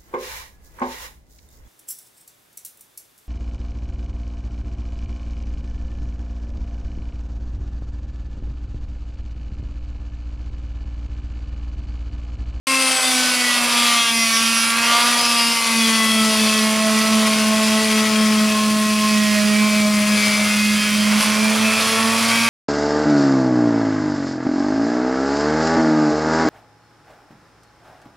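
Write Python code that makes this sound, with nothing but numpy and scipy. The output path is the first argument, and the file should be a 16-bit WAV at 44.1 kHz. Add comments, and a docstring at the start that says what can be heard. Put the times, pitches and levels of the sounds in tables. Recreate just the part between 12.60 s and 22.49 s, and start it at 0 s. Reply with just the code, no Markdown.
"""A buzzing hum and a dry rasp start at once: an electric oscillating saw cuts a hollow plaster cast,
close by in a small room. The swinging blade forces the cast to vibrate, knocks in the slot several
times a stroke and rubs off plaster. Gear and brushes whine, the fan hisses, and the motor slows as it
is pressed in. The blade squeals where it binds, scrapes where it slips, and late in the cut skips on
every second stroke."""
import sys
import numpy as np
from scipy import signal
from scipy.fft import rfft, irfft, next_fast_len
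from scipy.io import wavfile
from scipy.ndimage import uniform_filter1d

SR = 44100
rng = np.random.default_rng(int(sys.argv[2]) if len(sys.argv) > 2 else 0)


def store_wav(level_fs):
    """Save 16-bit WAV to argv[1]."""
    pcm = np.round(np.clip(np.atleast_2d(level_fs), -1, 1) * 32767)
    wavfile.write(sys.argv[1], SR, pcm.T.astype(np.int16))


N = 436149
TIME = np.arange(N) / SR
TORQUE_PULSE = np.sin(2 * np.pi * 100 * TIME)  # motor torque pulses at twice the mains frequency


def undb(db):
    """Decibels to amplitude ratio."""
    return 10 ** (np.asarray(db) / 20)


def curves(table):
    """Linear interpolation of each column over time."""
    time_s, *columns = np.transpose(table)
    return [np.interp(TIME, time_s, column) for column in columns]


def steady(x, size=4001):
    """Normalisation to a running rms of 1."""
    return x / np.sqrt(uniform_filter1d(x * x, size) + 1e-12)


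def walk(rate_hz):
    """Slow random modulation: held values, smoothed twice, with a spread near 1."""
    hold = max(int(SR / rate_hz), 2)
    held = np.repeat(rng.standard_normal(N // hold + 2), hold)
    return np.sqrt(2) * uniform_filter1d(uniform_filter1d(held, hold), hold)[:N]


def peak(hz, centre_hz, width_hz):
    """Lorentzian resonance curve, 1 at the centre."""
    return 1 / (1 + (2 * (hz - centre_hz) / width_hz) ** 2)


def resonate(x, hz, width_hz):
    """Second-order resonator, gain 1 at its centre."""
    return signal.lfilter(*signal.iirpeak(hz, hz / width_hz, fs=SR), x)


def colour(x, outline, size=4096):
    """Minimum-phase filter from rows of frequency_hz, gain_db."""
    bins_hz = np.maximum(np.fft.rfftfreq(size, 1 / SR), 1)
    hz, db = np.transpose(outline)
    gain = undb(np.interp(np.log(bins_hz), np.log(hz), db))
    cepstrum = irfft(np.log(gain))
    cepstrum[1:size // 2] *= 2
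    cepstrum[size // 2 + 1:] = 0
    return signal.oaconvolve(x, irfft(np.exp(rfft(cepstrum))))[:N]


def clicks(at, heights, size=6):
    """Band-limited impulses at fractional sample positions."""
    index = np.floor(at).astype(int)[:, None] + np.arange(1 - size, size + 1)
    offset = index - at[:, None]
    shape = heights[:, None] * np.sinc(offset) * np.sinc(offset / size)
    return np.bincount(np.clip(index, 0, N).ravel(), shape.ravel(), N + 1)[:N]


def arrivals(turns, targets, jitter_ms):
    """Sample positions where the stroke phase reaches each target, with timing jitter."""
    jitter = jitter_ms * SR / 1000 * rng.standard_normal(len(targets))
    return np.interp(targets, turns, np.arange(N)) + jitter


# Motor speed under load: time_s, stroke_hz
STROKE_RATE = [(0.07, 267.2), (1.02, 241.3), (1.27, 237.4), (1.68, 226), (2.15, 230.4), (2.5, 239.7),
               (2.78, 235), (3.38, 222.8), (3.82, 216.5), (4.53, 218.1), (4.77, 216.1), (5.21, 217.6),
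               (5.92, 214), (6.5, 212.9), (6.8, 209.4), (7.07, 211.8), (7.4, 209), (8.17, 210),
               (8.52, 210.5), (9.89, 230.9)]


def motor():
    """Load slows the motor; phase, one turn a stroke, is the integral of its wavering rate."""
    stroke_hz = curves(STROKE_RATE)[0]
    turns = np.cumsum(stroke_hz * (1 + 0.000703 * walk(30))) / SR
    return stroke_hz, turns


# How firmly the slot holds the blade: time_s, grip_fraction
SLOT_GRIP = [(.07, 0.21), (.42, 0.17), (.6, .38), (.75, 0.23), (1.7, 0.32), (2.1, 0.25), (2.87, 0.33),
             (3.05, .2), (3.25, 0.68), (4.3, 0.67), (4.9, 0.98), (5.3, 0.63), (5.55, 1), (7.4, 0.96),
             (7.75, 0.64), (8.5, 0.98), (9, 0.62), (9.89, 0.42)]


def slot_grip():
    """Mechanical coupling: a firmer grip passes more of the stroke to the cast."""
    return curves(SLOT_GRIP)[0]


# Resonances of the hollow cast: centre_hz, width_hz, level_db
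CAST_MODES = [(433.7, 26.7, -35), (526, 83, -37.5), (626.3, 15, -32.5), (652.8, 22, -30.5),
              (711, 28, -41.5), (768, 41, -28), (870, 9.6, -43.5), (947, 58, -33.5), (1066, 16.5, -31),
              (1103.5, 49, -32.5), (1175, 113, -32), (1315, 21, -29.5), (1500, 130, -35.5)]
# Drive of the stroke's overtones: time_s, even_gain_db, odd_gain_db
OVERTONE_DRIVE = [(.07, 0, -4.5), (.7, -0.5, -4), (1.65, -4.5, 3), (2.05, -10, -5), (2.4, 3, 4.5),
                  (2.8, -0.5, -0.5), (3.25, 1, -1), (3.7, -1.5, -0.5), (4.9, -1.5, 2), (5.25, 2.5, -1),
                  (6.1, -1, 0.5), (6.9, -0.5, 1.5), (7.85, -3, -1.5), (8.03, -8.5, -13), (8.45, -7, -3),
                  (8.75, -2.5, -3), (9.03, -3.5, -9), (9.4, 6.5, 3.5), (9.89, 1, -1)]


def cast_hum(turns, stroke_hz, grip, skip):
    """Forced vibration: the cast follows the stroke, and its modes pick out passing harmonics."""
    sway = undb((1.4 + (1 - grip) ** 2) * walk(14))  # a loose blade shakes the cast unevenly
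    hum = undb(-17.5) * grip * sway * (1 + 0.023 * TORQUE_PULSE) * np.sin(2 * np.pi * turns)
    drive_db = curves(OVERTONE_DRIVE)
    for k in range(2, 7):
        response = sum(undb(db) * peak(k * stroke_hz, hz, width) for hz, width, db in CAST_MODES)
        drive = undb(drive_db[k % 2] + 2.16 * walk(24))
        phase = 2 * np.pi * (k * turns + rng.random()) + 0.3 * walk(20)
        hum += response * drive * np.sin(phase)
    # skipping doubles the period, which adds faint half-order tones
    halves = sum(undb(2 * walk(25)) * np.sin(2 * np.pi * k * turns + .5 * walk(6.1)) for k in (.5, 2.5))
    return np.sqrt(2) * (hum + undb(-35.5) * skip ** 2 * halves)


# Spectrum of the variation in stroke force: frequency_hz, gain_db
FORCE_SPECTRUM = [(10, 3.5), (60, 1), (110, -1), (150, -6.5), (220, -20), (600, -22)]


def rumble(turns, grip, skip):
    """Amplitude modulation: no two strokes push equally hard, so noise sidebands flank the hum."""
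    force = colour(rng.standard_normal(N), FORCE_SPECTRUM)
    sidebands = steady(force * np.sin(2 * np.pi * turns), size=12001)
    return undb(-36.5 + 4 * skip) * grip ** 0.59 * sidebands


def gear(turns, stroke_hz, teeth=31):
    """Tooth meshing makes a whine that grows with speed and swells at a housing resonance."""
    speed_db = 0.6931 * (stroke_hz - 226)
    housing_db = 20.5 * peak(teeth * stroke_hz, centre_hz=6720, width_hz=63)
    level = undb(-53.5 + speed_db + housing_db + 2.2 * walk(25))
    return np.sqrt(2) * level * np.sin(2 * np.pi * teeth * turns + 0.5 * walk(50))


def brushes(turns, bars=24):
    """Periodic contact of brushes and commutator bars makes a thin whine that comes and goes."""
    level = undb(-44 + 3.6 * walk(2.9) + 2.1 * walk(30))
    return np.sqrt(2) * level * np.sin(2 * np.pi * bars * turns + 0.099 * walk(36))


# Spectrum of the air in the vents: frequency_hz, gain_db
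AIR_SPECTRUM = [(1000, -23.5), (4000, 2.5), (8200, 0), (8900, -7.5), (15000, -24)]


def cooling_air():
    """Flow noise: the motor fan blows a smooth hiss through the vents."""
    return undb(-31) * steady(colour(rng.standard_normal(N), AIR_SPECTRUM))


def grit(turns, swing_depth, grain_db):
    """Brittle fracture: plaster crumbles in tiny grains, a little louder on the forward swing."""
    swing = np.cos(2 * np.pi * turns) + 0.18 * np.cos(4 * np.pi * turns)
    pressure = np.exp(swing_depth * swing + 0.018 * TORQUE_PULSE)
    return rng.standard_normal(N) * pressure * undb(grain_db * walk(1500) + 0.9 * walk(45))


# Friction on the blade's flank: time_s, level_db
RUB_LEVEL = [(.07, -35.5), (.4, -30.5), (1.34, -30.5), (1.52, -37.5), (2.1, -32), (2.3, -30), (3.3, -33.5),
             (4.5, -31), (6.2, -36), (6.62, -41), (6.8, -36.5), (7.8, -32), (8.1, -36.5), (8.4, -37),
             (8.56, -29.5), (9.89, -31)]
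# Response of the cast to rubbing: frequency_hz, gain_db
RUB_SPECTRUM = [(30, -40), (100, -17.5), (340, -13.5), (500, 2), (800, 1), (1150, 6.5), (1450, 0.5),
                (2200, -19), (5000, -40)]


def rubbing(turns, scrape_db):
    """Sliding friction of the blade's flank in the slot draws a dull noise from the cast."""
    level = undb(curves(RUB_LEVEL)[0] + 1.27 * walk(8) + 0.33 * scrape_db)
    return level * steady(colour(grit(turns, swing_depth=0.056, grain_db=3), RUB_SPECTRUM))


def knocks(turns, skip, count=5, drift_hz=4):
    """Impact excitation: the blade hits the slot at a few slowly drifting points of each stroke."""
    stroke = np.arange(1, int(turns[-1]))
    onset = np.searchsorted(turns, stroke)
    hits = np.zeros(N)
    for k in range(count):
        place = (k / count) ** 1.4 + 0.0357 * walk(drift_hz)[onset]
        at = arrivals(turns, stroke + place, jitter_ms=0.012)
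        force = undb(-1.3 * k + 0.71 * walk(drift_hz)[onset])
        alternation = 1 + skip[onset] * (-1) ** (stroke + k)
        hits += clicks(at, force * alternation)
    return hits


def disperse(x, spread_ms, corner_hz):
    """Dispersion: bending waves in steel run faster at high pitch, so each knock becomes a chirp."""
    size = next_fast_len(N + 4096)
    hz = np.fft.rfftfreq(size, 1 / SR)
    delay_s = spread_ms / 1000 / np.sqrt(1 + hz / corner_hz)
    phase = -2 * np.pi * np.cumsum(delay_s) * hz[1]
    return irfft(rfft(x, size) * np.exp(1j * phase), size)[:N]


# Resonances of blade and housing, relative to their excitation: centre_hz, width_hz, gain_db
BLADE_MODES = [(1965, 99, -3), (2190, 180, -6), (2560, 260, -10), (3234, 74, -8), (4560, 110, -34),
               (4840, 190, -9), (5870, 250, -9), (7390, 160, -3), (9360, 180, -3.5), (10160, 210, -3.5)]


def blade(x, sway_db, sway_hz):
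    """Modal ringing: the slot damps now one mode, now another, so each swells and fades on its own."""
    ringing = np.zeros(N)
    for hz, width_hz, db in BLADE_MODES:
        sway = np.clip(walk(sway_hz), -2, 1.4)
        ringing += undb(db + sway_db * sway) * resonate(x, hz, width_hz)
    return steady(x + ringing)


# How hard the teeth cut, before each band's offset: time_s, middle_db, treble_db
TOOTH_BITE = [(0.1, -23, -23), (0.56, -23.5, -21.5), (1.49, -19, -22), (1.57, -24.5, -20.5),
              (2.31, -19, -24), (2.72, -22.5, -21.5), (3.29, -23, -21.5), (4.92, -25, -26),
              (5.28, -22, -23), (5.5, -23, -28), (6.18, -27, -27), (7.05, -23.5, -27.5),
              (7.35, -26.5, -27.5), (7.65, -24, -25), (8.55, -23.5, -28), (8.61, -23, -27),
              (9.84, -22, -24), (9.89, -17, -26)]
# Weight of loose crumbling against clean knocks: time_s, gain_db
CRUMBLE_GAIN = [(0, -2), (1.2, -4), (1.5, -11), (2.2, -3.5), (3.3, -6), (4.4, -1.5), (8.3, -3.5), (8.7, 2),
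                (9.4, -2.5)]
# Spectra of the middle, treble and top bands of the cut: frequency_hz, gain_db
KNOCK_SPECTRUM = [(300, -79), (900, -11.5), (1250, 0.5), (1550, -0.5), (2000, -0.5), (2500, 1.5),
                  (3000, -5), (3400, -2.5), (4000, -9), (6000, -18), (15000, -32.5)]
RASP_SPECTRUM = [(1000, -39), (2500, -0.5), (3700, -3.5), (4400, 0), (5800, -5), (6600, -8.5),
                 (8000, -13.5), (9500, -22), (15000, -37)]
SIZZLE_SPECTRUM = [(4000, -26), (7000, -21), (8600, 9.5), (9250, 12.5), (9700, 8), (10400, 7), (11200, 4),
                   (11900, -4), (12900, 2), (14000, -4), (15800, -40.5)]


def cutting(turns, skip, scrape_db):
    """Source and filter: knocks and crumbling excite the housing (middle) and steel blade (bright)."""
    middle_db, treble_db = np.array(curves(TOOTH_BITE)) + .6 * walk(9)  # the teeth bite unevenly
    chirps = disperse(knocks(turns, skip), spread_ms=6, corner_hz=2559)
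    hits = blade(chirps, sway_db=7.5, sway_hz=16)
    crumbs = grit(turns, swing_depth=0.019, grain_db=2.5)
    grains = undb(curves(CRUMBLE_GAIN)[0]) * blade(crumbs, sway_db=3.5, sway_hz=14)
    knock_db = middle_db - 1.5 + 0.27 * scrape_db + 0.47 * walk(14)
    rasp_db = treble_db - 1 + 0.7 * scrape_db + 0.77 * walk(12)
    sizzle_db = treble_db - 5.5 + scrape_db
    knock = undb(knock_db) * steady(colour(hits + undb(2.5) * grains, KNOCK_SPECTRUM))
    rasp = undb(rasp_db) * steady(colour(hits + undb(6) * grains, RASP_SPECTRUM))
    sizzle = undb(sizzle_db) * steady(colour(grains + undb(-5.5) * hits, SIZZLE_SPECTRUM))
    return knock + rasp + sizzle


# The blade binds in the slot: start_s, end_s, pitch_hz, level_db
BINDS = [(0.088, 0.186, 2680, -25), (0.212, 0.335, 9200, -27.5), (0.41, 0.553, 9300, -29),
         (0.438, 0.54, 3600, -26.5), (0.65, 0.76, 1580, -30), (0.763, 0.97, 1925, -26.5),
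         (1.155, 1.3, 3260, -26.5), (1.36, 1.523, 3250, -22), (1.531, 1.648, 2070, -28),
         (1.547, 2.037, 5640, -27), (1.643, 1.76, 1780, -30), (1.743, 1.876, 3120, -28),
         (1.938, 2.13, 10190, -29), (2.277, 2.365, 1170, -24.5), (2.27, 2.37, 2870, -28),
         (2.373, 2.438, 3320, -25), (2.586, 2.947, 5040, -25), (2.7, 2.925, 2750, -26.5),
         (3.2, 3.62, 3315, -26.5), (3.6, 4.0, 3260, -32.5), (3.253, 3.502, 2032, -31),
         (5.867, 6.699, 2566, -32), (6.552, 6.805, 1970, -30.5), (6.93, 7.848, 2297, -28.5),
         (7.3, 8.153, 2060, -30.5), (7.896, 8.293, 2460, -28.5), (8.15, 8.458, 3142, -29.5),
         (8.697, 8.92, 2320, -28.5), (9.03, 9.196, 2510, -25), (9.684, 9.88, 2392, -26)]


def squeals(turns, relative_width=.08, fade_s=0.017):
    """Resonance under periodic drive: a binding blade is plucked once a stroke and one mode rings."""
    stroke = np.arange(1, int(turns[-1]))
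    at = arrivals(turns, stroke, jitter_ms=0.014)
    plucks = clicks(at, undb(1.5 * rng.standard_normal(len(stroke))))
    flutter = undb(1.8 * walk(55))
    out = np.zeros(N)
    for start_s, end_s, hz, db in BINDS:
        span = (TIME > start_s - fade_s) & (TIME < end_s + fade_s)
        inside_s = np.minimum(TIME[span] - start_s, end_s - TIME[span])
        envelope = np.clip(0.5 + 0.5 * inside_s / fade_s, 0, 1)
        width_hz = relative_width * hz
        ring = flutter[span] * resonate(resonate(plucks[span], hz, width_hz), hz, width_hz)
        out[span] += undb(db) * envelope * ring / np.std(ring)
    return out


# The blade slips free: centre_s, half_length_s, grip_lost_fraction, scrape_db
BLADE_SLIPS = [(1.443, 0.072, 0.55, -0.5), (2.381, 0.047, 0.29, 0.5), (2.62, 0.076, 0.35, 0.5),
               (8.629, 0.032, 0.8, 7.5), (9.284, 0.08, 0.6, 1.5)]


def slipping():
    """Brief decoupling: each slip loosens the grip and shifts the scraping level in a Gaussian pulse."""
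    grip_lost, scrape_db = np.zeros((2, N))
    for centre_s, half_length_s, fraction, db in BLADE_SLIPS:
        pulse = np.exp(-((TIME - centre_s) / half_length_s) ** 2)
        grip_lost += fraction * pulse
        scrape_db += db * pulse
    return np.clip(grip_lost, 0, .95), scrape_db


# Alternation between strong and weak strokes: time_s, depth_fraction
SKIP_DEPTH = [(4.4, .05), (6.3, 0.23), (8.3, 0.47), (8.7, 0.32), (9.4, 0.75)]


def skipping():
    """Period doubling: late in the cut the blade skips on every second stroke."""
    return curves(SKIP_DEPTH)[0]


# Stereo balance of the saw: frequency_hz, left_minus_right_db
BALANCE = [(60, -4), (220, -2.5), (600, -1.6), (1200, -0.6), (2500, 0.1), (5000, 0), (12000, -1)]


def direct_sound(saw):
    """Level difference between channels: the hand-held saw sits slightly right and leans to and fro."""
    lean_db = walk(2.435)
    channels = []
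    for side in (1, -1):
        outline = [(hz, side * db / 2) for hz, db in BALANCE]
        channels.append(undb(side * lean_db / 2) * colour(saw, outline))
    return np.array(channels)


# Radiation toward the walls: frequency_hz, gain_db
WALL_SPECTRUM = [(40, 8.5), (200, -12), (400, 0), (1100, 1.5), (2500, -9), (3700, -17), (5000, -2.5),
                 (9000, 4.5), (13000, -5.5)]


def room(x, t60_s, wet_db, size=16384):
    """Reverberation: dense reflections decay exponentially, independently in each channel."""
    t = np.arange(size) / SR
    tails = rng.standard_normal((2, size)) * undb(-60 * t / t60_s) * (t > .002)
    tails *= undb(wet_db) / np.sqrt(np.sum(tails ** 2, axis=1, keepdims=True))
    radiated = colour(x, WALL_SPECTRUM)
    return np.array([signal.oaconvolve(radiated, tail)[:N] for tail in tails])


def scene(start_s=.069, rise_s=.0024):
    """Superposition: the saw's sources add, and all but the cast's hum reverberate."""
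    stroke_hz, turns = motor()
    grip, skip = slot_grip(), skipping()
    grip_lost, scrape_db = slipping()
    running = np.clip((TIME - start_s) / rise_s, 0, 1)
    hum = running * cast_hum(turns, stroke_hz, grip * (1 - grip_lost), skip)
    machine = rumble(turns, grip, skip) + gear(turns, stroke_hz) + brushes(turns) + cooling_air()
    slot = rubbing(turns, scrape_db) + cutting(turns, skip, scrape_db) + squeals(turns)
    saw = running * (machine + slot)
    return direct_sound(hum + saw) + room(saw, t60_s=.1, wet_db=-10.5)


def record(dry, ceiling=0.62, cutoff_hz=15800):
    """Soft saturation rounds the highest peaks, and a low-pass filter cuts the top."""
    rounded = dry / (1 + (dry / ceiling) ** 4) ** (1 / 4)
    return signal.sosfilt(signal.ellip(10, .1, 80, cutoff_hz, fs=SR, output="sos"), rounded)


dry = scene()
out = record(dry)
store_wav(out)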